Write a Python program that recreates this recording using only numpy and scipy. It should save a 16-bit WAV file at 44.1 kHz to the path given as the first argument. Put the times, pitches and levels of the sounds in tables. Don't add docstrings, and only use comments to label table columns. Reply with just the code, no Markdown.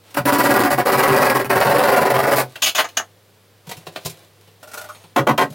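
import sys
import numpy as np
from scipy import signal
from scipy.fft import rfft, irfft, next_fast_len
from scipy.io import wavfile
from scipy.ndimage import uniform_filter1d, minimum_filter1d, map_coordinates

SR = 44100
rng = np.random.default_rng(int(sys.argv[2]) if len(sys.argv) > 2 else 0)


def unload_audio(sound):
    columns = np.transpose(np.atleast_2d(sound))
    steps = np.round(np.clip(columns, -1, 1) * 32767)
    wavfile.write(sys.argv[1], SR, steps.astype(np.int16))


N = 244314

# frequency in Hz, relative level in dB.
TAP_SPECTRUM = [(30, -27), (100, -24), (300, -2), (600, 0.5), (900, -2), (1400, -9.5), (2200, -9),
                (4300, -10), (6000, -31.5), (10000, -61)]
# frequency in Hz, relative level in dB.
BRUSH_SPECTRUM = [(800, -18.5), (2400, -2), (4000, -1), (6500, -2.5), (11000, -4.5), (16000, -6.5)]
# frequency in Hz, relative level in dB.
AIR_SPECTRUM = [(20, -59.5), (40, -38), (62, -25), (82, -20), (105, -15), (160, -13.5), (270, -20.5),
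                (470, -13), (650, -20.5), (2500, -27), (3100, -26.5), (4500, -28), (6500, -33),
                (16000, -34)]


def amp(db):
    return 10 ** (np.asarray(db) / 20)


def unit(x):
    return x / np.sqrt(np.mean(x ** 2) + 1e-20)


def along(points, hz):
    point_hz, values = np.transpose(points)
    return np.interp(np.log(hz + 1), np.log(point_hz + 1), values)


def wobble(rate):
    knots = rng.standard_normal(int(N * rate / SR) + 4)
    return map_coordinates(knots, [np.arange(N) * rate / SR])


def body(x, spectrum, modes=(), size=16384):
    hz = np.fft.rfftfreq(size, 1 / SR)
    db = along(spectrum, hz)
    for centre, width, rise_db in modes:
        db = db + rise_db / (1 + (2 * (hz - centre) / width) ** 2)
    cepstrum = irfft(np.log(amp(db)))
    cepstrum[1:size // 2] *= 2
    cepstrum[size // 2 + 1:] = 0
    ring = irfft(np.exp(rfft(cepstrum)))
    return signal.fftconvolve(x, ring / np.linalg.norm(ring))[:N]


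def contact(times, lengths, levels_db, rise, t60, sag_db):
    force = np.zeros(N)
    for s, length, db in np.broadcast(times, lengths, levels_db):
        start = int(s * SR)
        t = np.arange(min(N - start, SR // 2)) / SR
        held_db = sag_db * (.5 - np.minimum(t / length, 1))
        released_db = -60 * np.maximum(t - length, 0) / t60
        onset = 1 - np.exp(-(t / rise) ** 2)
        force[start:start + len(t)] += amp(db + held_db + released_db) * onset
    return force


def swell(times, lengths, levels_db, early, overrun):
    speed = np.zeros(N + SR)
    for s, length, db in zip(times, lengths, levels_db):
        phase = np.linspace(0, 1, int((length + overrun) * SR))
        arch = np.abs(np.sin(np.pi * phase ** early)) ** 0.78
        speed[int(s * SR):][:len(arch)] += amp(db) * unit(arch)
    return speed[:N]


def crumbs(rate, spread_db, smooth):
    occurs = rng.random(N) < rate / SR
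    signs = rng.choice([-1, 1], N)
    cracks = occurs * signs * amp(spread_db * rng.standard_normal(N))
    return unit(unit(cracks) + smooth * rng.standard_normal(N))


def background():
    hum_hz = 101
    phase = 2 * np.pi * hum_hz * np.arange(N) / SR + .25 * wobble(5.5)
    hum = np.sqrt(2) * np.sin(phase)
    air = body(rng.standard_normal(N), AIR_SPECTRUM)
    return amp(-55) * air + amp(-58.5 + 1.9 * wobble(4.02)) * hum


def jacket():
    # start in seconds, length in seconds, level in dB.
    movements = [(0.027, 0.17, -54), (2.395, 0.28, -55), (2.725, 0.33, -57.5), (3.64, 0.18, -52.5),
                 (3.863, 0.37, -51.5), (4.22, 0.4, -64.5), (4.598, 0.5, -54), (5.418, 0.057, -59.5)]
    swish_db = -1.5
    rub = swell(*np.transpose(movements), early=0.84, overrun=0.061) * amp(0.65 * wobble(25))
    cloth = body(rub * crumbs(1500, 3.3, 0.44), TAP_SPECTRUM)
    swish = body(rub * crumbs(900, 9.7, .8), BRUSH_SPECTRUM)
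    return cloth + amp(swish_db) * swish


def handling():
    # start in seconds, thud level in dB, tap level in dB, brush level in dB.
    bumps = [(0.103, -59, -53, -45.5), (3.667, -34, -42.5, -42), (3.69, -32, -36.5, -33),
             (3.711, -43, -27, -31), (3.766, -32, -47, -40), (3.865, -31.5, -28, -38.5),
             (3.957, -36, -22, -36), (4.047, -27, -42, -30), (4.056, -23, -29, -24.5),
             (4.094, -36, -52, -32), (4.472, -51, -49, -56), (4.945, -46.5, -40.5, -49),
             (5.037, -44, -44, -52), (5.5, -30.5, -52, -43)]
    # frequency in Hz, relative level in dB.
    thud_spectrum = [(25, -38), (70, -20), (120, -2), (165, 7), (200, -12), (260, -23), (400, -15.5),
                     (1200, -40)]
    bump_s = 0.0096
    s, thud_db, tap_db, brush_db = np.transpose(bumps)
    thud = contact(s, bump_s, thud_db, rise=0.0036, t60=0.041, sag_db=1) * crumbs(1500, 0.68, 0.88)
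    tap = contact(s, bump_s, tap_db, rise=0.0027, t60=0.051, sag_db=4.5) * crumbs(2500, 3.3, 0.21)
    brush = contact(s, bump_s, brush_db, rise=0.0029, t60=0.047, sag_db=5.5) * crumbs(3400, 1.3, 0.95)
    return body(thud, thud_spectrum) + body(tap, TAP_SPECTRUM) + body(brush, BRUSH_SPECTRUM)


def strokes():
    # start in seconds, length in seconds,
    # nominal tooth rate in Hz, force in dB, dust in dB.
    single_strokes = [(0.141, 0.012, 993.6, -32.5, -34), (0.164, 0.03, 999.4, -19, -27.5),
                      (0.67, 0.02, 570, -40, -50), (0.701, 0.046, 717, -17.5, -24.5),
                      (0.773, 0.045, 382.3, -15.5, -26.5), (1.342, 0.039, 419.5, -16.5, -25.5),
                      (1.389, 0.032, 472.3, -20.5, -30), (1.442, 0.026, 400.8, -28, -33.5),
                      (2.309, 0.041, 579.1, -15, -23.5), (2.355, 0.068, 597.6, -18.5, -21)]
    # start in seconds, end in seconds, settled stroke time in seconds,
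    # time lost getting up to speed in seconds, mean tooth rate in Hz, initial force in dB, initial dust in dB.
    runs = [(0.251, 0.672, 0.048, 0.049, 391.1, -12, -19), (0.851, 1.331, 0.042, 0.06, 539.8, -11.5, -20.5),
            (1.494, 2.312, 0.044, 0.025, 561.2, -13, -23)]
    settle_strokes = 2.0
    cutting_share = 0.83
    slow_loss_db = 12.5
    stroke_scatter_db, tooth_scatter = 0.5, 0.07
    tire_db_per_s, dust_fade_db_per_s = 6, 9.5
    rows = list(single_strokes)
    for start, end, period, lost, tooth_hz, force_db, dust_db in runs:
        k = np.arange(round((end - start - lost) / period) + 1)
        turns = start + k * period + lost * (1 - np.exp(-k / settle_strokes))
        for s, gap in zip(turns, np.diff(turns)):
            uneven, detune = rng.standard_normal(2)
            effort_db = stroke_scatter_db * uneven - slow_loss_db * (1 - period / gap)
            rows.append((s, cutting_share * gap, tooth_hz * (1 + tooth_scatter * detune),
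                         force_db + effort_db - tire_db_per_s * (s - start),
                         dust_db + effort_db - dust_fade_db_per_s * (s - start)))
    return sorted(rows)


def teeth(rate_hz, jitter, scatter_db):
    travel = np.cumsum(rate_hz * np.exp(jitter * wobble(400))) / SR
    catches = np.diff(np.floor(travel), prepend=0)
    kicks = catches * amp(scatter_db * rng.standard_normal(N)) / np.sqrt(rate_hz)
    rocking = np.cos(2 * np.pi * travel) * amp(7.5 * wobble(150))
    return unit(kicks), unit(rocking)


def cut(kicks, rocking, chatter, rasp, dust, boom, dust_spectrum, freed):
    # centre in Hz, width in Hz, rise in dB.
    sheet_modes = [(215.5, 34, 8), (287, 57, 9.5), (391.5, 42, 10.5), (430, 47, -1), (573, 65, 7),
                   (724.4, 27, 9), (984, 43, 5.5), (1073, 46, 2.5), (1472, 58, 5.5), (1648, 20, 5.5),
                   (1950, 120, 5.5), (2310, 180, 4)]
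    # frequency in Hz, relative level in dB.
    firm_spectrum = [(30, -39.5), (90, -13), (170, -7), (260, -3), (340, -4.5), (560, -3.5), (800, -7),
                     (1200, -8), (2400, -29), (6000, -51.5)]
    loose_spectrum = [(30, -26), (90, -26.5), (170, -15), (260, -5), (340, -8), (470, 0), (570, -0.5),
                      (800, -1.5), (1200, -12), (2400, -31.5), (6000, -48.5)]
    rasp_spectrum = [(200, -18.5), (550, -4), (850, 2.5), (1400, -2), (1900, -4.5), (2300, -11.5),
                     (2700, -15), (3400, -19.5), (5000, -21.5), (10000, -50)]
    boom_spectrum = [(20, -28), (60, -39.5), (85, -17.5), (110, -16), (130, 1.5), (142, -4.5), (165, -13.5),
                     (260, -22), (600, -88.5)]
    spray = signal.lfilter([1], [1, -np.exp(-1 / (.0008 * SR))], kicks)
    spray = unit(unit(spray) + .25)
    centred_kicks = kicks - uniform_filter1d(kicks, size=300)
    shake = chatter * (.78 * centred_kicks + rocking + .4 * crumbs(1200, 3, .3))
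    firm = body(shake * (1 - freed), firm_spectrum, sheet_modes)
    loose = body(shake * freed, loose_spectrum, sheet_modes)
    grit = body(rasp * spray * crumbs(3000, 2.8, 0.57), rasp_spectrum, sheet_modes)
    powder = body(dust * spray * rng.standard_normal(N), dust_spectrum)
    flexing = body(boom * crumbs(900, 3.4, 0.45), boom_spectrum)
    return firm + loose + grit + powder + flexing


def sawing():
    # start in seconds, level in dB.
    binds = [(0.18, -21.5), (0.385, -29.5), (0.57, -30), (0.715, -23), (0.882, -43), (1.065, -23),
             (1.345, -33.5), (1.435, -29), (1.54, -24), (1.65, -24), (2.0, -29), (2.17, -41)]
    # time in seconds, share from 0 to 1.
    loosening = [(1.0, 0.01), (1.45, 0.32), (1.95, 1)]
    # frequency in Hz, relative level in dB.
    powder_spectrum = [(800, -43.5), (2500, 4.5), (3500, -5.5), (4700, 0.5), (6200, -7), (8200, -5.5),
                       (10800, -1), (12600, -4.5), (14500, 0.5), (16000, -2.5)]
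    rasp_db, boom_db = -1.46, -19
    bind_length_s = 0.026
    clock = np.arange(N) / SR
    s, length, tooth_hz, force_db, dust_db = np.transpose(strokes())
    moments = s[:, None] + length[:, None] * np.linspace(0, 1, 4)
    speed = tooth_hz[:, None] * [.65, .93, 1.04, .98]
    rate_hz = np.interp(clock, np.sort(moments.ravel()), speed.ravel())
    kicks, rocking = teeth(rate_hz, jitter=.18, scatter_db=4)
    freed = np.clip(np.interp(clock, *np.transpose(loosening)), 0, 1)
    bind_s, bind_db = np.transpose(binds)
    flex = contact(s, length, force_db + boom_db, rise=0.0023, t60=0.14, sag_db=-4)
    flex += contact(bind_s, bind_length_s, bind_db, rise=0.004, t60=0.24, sag_db=2.5)
    chatter = swell(s, length, force_db, early=0.74, overrun=0.004)
    rasp = swell(s, length, force_db + rasp_db, early=0.9, overrun=0.0073)
    dust = swell(s, length, dust_db, early=0.71, overrun=0.0019)
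    return cut(kicks, 0.033 * rocking, chatter, rasp, dust, flex, powder_spectrum, freed)


def clatter():
    # start in seconds, length in seconds, knock level in dB,
    # scrape level in dB, blade ring level in dB.
    strikes = [(2.554, 0.011, -31, -31.5, -47), (2.618, 0.033, -27, -16.5, -19),
               (2.656, 0.041, -28.5, -18, -28.5), (2.746, 0.035, -25.5, -23, -26.5),
               (2.779, 0.03, -12.5, -18, -31), (2.84, 0.014, -20.5, -40, -35),
               (2.885, 0.0065, -39, -33, -39), (2.968, 0.0096, -14, -17.5, -13),
               (2.994, 0.0079, -18, -44, -51)]
    # centre in Hz, width in Hz, rise in dB.
    blade_modes = [(2820, 66, -1), (3250, 140, -1), (3415, 240, 6.5), (4210, 120, 6.5), (6340, 250, -5),
                   (6380, 410, 9)]
    # frequency in Hz, relative level in dB.
    knock_spectrum = [(60, -26), (170, -17), (400, -10), (680, 1.5), (1200, -2), (1900, -1), (2600, -14),
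                      (5000, -23), (12000, -39)]
    scrape_spectrum = [(700, -19), (2000, -13), (2800, 3), (3800, -9), (5000, -7), (7000, -32),
                       (12000, -38)]
    ring_spectrum = [(3000, -47), (5500, -9.5), (6400, -6.5), (7000, -2.5), (7800, -21.5), (11000, -42)]
    tick_spectrum = [(2000, -40), (6000, -9), (9500, -0.5), (12000, -2), (15500, -0.5)]
    tick_db = -4.5
    s, length, knock_db, scrape_db, ring_db = np.transpose(strikes)

    def strike(db):
        return contact(s, length, db, rise=0.0042, t60=0.02, sag_db=8.5) * crumbs(6000, 2.62, 0.42)

    knock = body(strike(knock_db), knock_spectrum)
    scrape = body(strike(scrape_db), scrape_spectrum, blade_modes)
    ring = body(strike(ring_db), ring_spectrum, blade_modes)
    tick = body(strike(scrape_db + tick_db), tick_spectrum)
    return knock + scrape + ring + tick


def saw_tip():
    # start in seconds, length in seconds, level in dB.
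    pecks = [(4.626, 0.011, -37), (4.671, 0.018, -41), (4.712, 0.0074, -37.5), (4.733, 0.014, -29),
             (4.771, 0.013, -28.5), (4.81, 0.0049, -30), (4.839, 0.0046, -33), (4.886, 0.0088, -35.5),
             (5.521, 0.01, -41)]
    # centre in Hz, width in Hz, rise in dB.
    peck_modes = [(607, 86, 23), (758, 70, 13.5), (1070, 110, -1.5), (1420, 160, 15.5), (2000, 130, -1.5),
                  (2740, 140, 26)]
    # frequency in Hz, relative level in dB.
    peck_spectrum = [(30, -30), (80, -6), (280, -6), (600, -5), (900, -4), (1300, -3), (1900, -5),
                     (3000, -28), (8000, -16.5)]
    scratch_db = -5.5
    s, length, db = np.transpose(pecks)
    peck = contact(s, length, db, rise=0.0029, t60=0.077, sag_db=2.5) * crumbs(1600, 1.5, 0.47)
    scratch = contact(s, length, db + scratch_db, rise=0.0028, t60=0.041, sag_db=-2)
    scratch *= crumbs(1500, 4.2, 0.61)
    return body(peck, peck_spectrum, peck_modes) + body(scratch, BRUSH_SPECTRUM)


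def squeak():
    # start in seconds, length in seconds, nominal pitch in Hz,
    # level in dB.
    twist = (4.889, 0.02, 1232, -35)
    # centre in Hz, width in Hz, rise in dB.
    twang_modes = [(6600, 130, 25.5), (9300, 150, 31), (12100, 200, 15)]
    twang_db, twang_t60_s = -51.5, 0.6
    s, length, pitch_hz, db = twist
    glide = np.interp(np.arange(N) / SR, [s, s + length], [.92, 1.05])
    cycles = np.cumsum(pitch_hz * glide * (1 + 0.063 * wobble(400))) / SR
    tone = unit(np.sin(2 * np.pi * cycles))
    twang = contact([s], length, twang_db, rise=0.02, t60=twang_t60_s, sag_db=-6) * rng.standard_normal(N)
    slip = swell([s], [length], [db], early=0.77, overrun=0.0015)
    return slip * tone + body(twang, BRUSH_SPECTRUM, twang_modes)


def jabs():
    # start in seconds, length in seconds,
    # chatter level in dB, rasp level in dB, sheet boom level in dB.
    blows = [(5.159, 0.037, -7.5, -15, -17), (5.267, 0.036, -4, -14, -17.5), (5.376, 0.026, -2.5, 0, -25)]
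    # frequency in Hz, relative level in dB.
    tear_spectrum = [(800, -7), (2200, 7.5), (3300, 6), (4700, -6.5), (6500, -4), (8500, -8.5),
                     (11000, -5.5), (16000, -7.5)]
    dust_db = -8
    palm_lag_s, palm_s = 0.025, 0.012
    s, length, chatter_db, rasp_db, boom_db = np.transpose(blows)
    kicks, _ = teeth(np.full(N, 760), jitter=.35, scatter_db=3)
    chatter = contact(s, length, chatter_db, rise=0.004, t60=0.024, sag_db=7)
    rasp = contact(s, length, rasp_db, rise=0.0071, t60=0.043, sag_db=4.0)
    dust = contact(s, length, rasp_db + dust_db, rise=0.0052, t60=0.02, sag_db=11.5)
    boom = contact(s + palm_lag_s, palm_s, boom_db, rise=0.0038, t60=0.24, sag_db=6.5)
    return cut(kicks, 0, chatter, rasp, dust, boom, tear_spectrum, freed=0)


def room(x, count=18):
    # frequency in Hz, time to fall by 60 dB in seconds.
    reverberation = [(100, 0.38), (260, 0.25), (700, 0.12), (2000, 0.11), (5000, 0.11), (13000, 0.11)]
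    hz, t, z = signal.stft(rng.standard_normal((count, SR // 2)), SR, nperseg=256)
    t60 = along(reverberation, hz)[:, None]
    fade = amp(-60 * t / t60) / np.sqrt(t60)
    tails = signal.istft(z * fade, SR, nperseg=256)[1]
    tails = signal.sosfilt(signal.butter(1, 350, "high", fs=SR, output="sos"), tails)
    hop = N // (count - 1) + 1
    wet = np.zeros(N + 2 * SR)
    for k, tail in enumerate(tails):
        span = np.arange(max(0, (k - 1) * hop), min(N, (k + 1) * hop))
        piece = x[span] * np.cos(np.pi / 2 * (span / hop - k))
        answer = signal.fftconvolve(piece, tail / np.linalg.norm(tail))
        wet[span[0] + int(.002 * SR):][:len(answer)] += answer
    return wet[:N]


def filtered(x, gain):
    size = next_fast_len(N + SR // 2)
    return irfft(rfft(x, size) * gain(np.fft.rfftfreq(size, 1 / SR)), size)[..., :N]


def scene():
    # frequency in Hz, side gain in dB.
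    width = [(60, -47), (250, -42), (500, -29), (1000, -22.5), (2000, -19), (4000, -15.5), (8000, -35),
             (14000, -26.5)]
    steel = clatter()
    work = sawing() + jabs() + steel + handling() + saw_tip() + squeak() + jacket()
    mid = amp(-1.5) * work + amp(-3.0) * room(work) + background()
    side = filtered(room(work), lambda hz: amp(along(width, hz)))
    side += amp(-22.5) * steel
    side += amp(-69.5) * body(rng.standard_normal(N), AIR_SPECTRUM)
    return np.array([mid + side, mid - side])


def record(dry):
    top_hz = 16000
    needed = np.minimum(1, 0.7 / (np.abs(dry).max(axis=0) + 1e-9))
    gain = uniform_filter1d(minimum_filter1d(needed, size=400), size=400)
    return filtered(dry * gain, lambda hz: hz < top_hz)


dry = scene()
out = record(dry)
unload_audio(out)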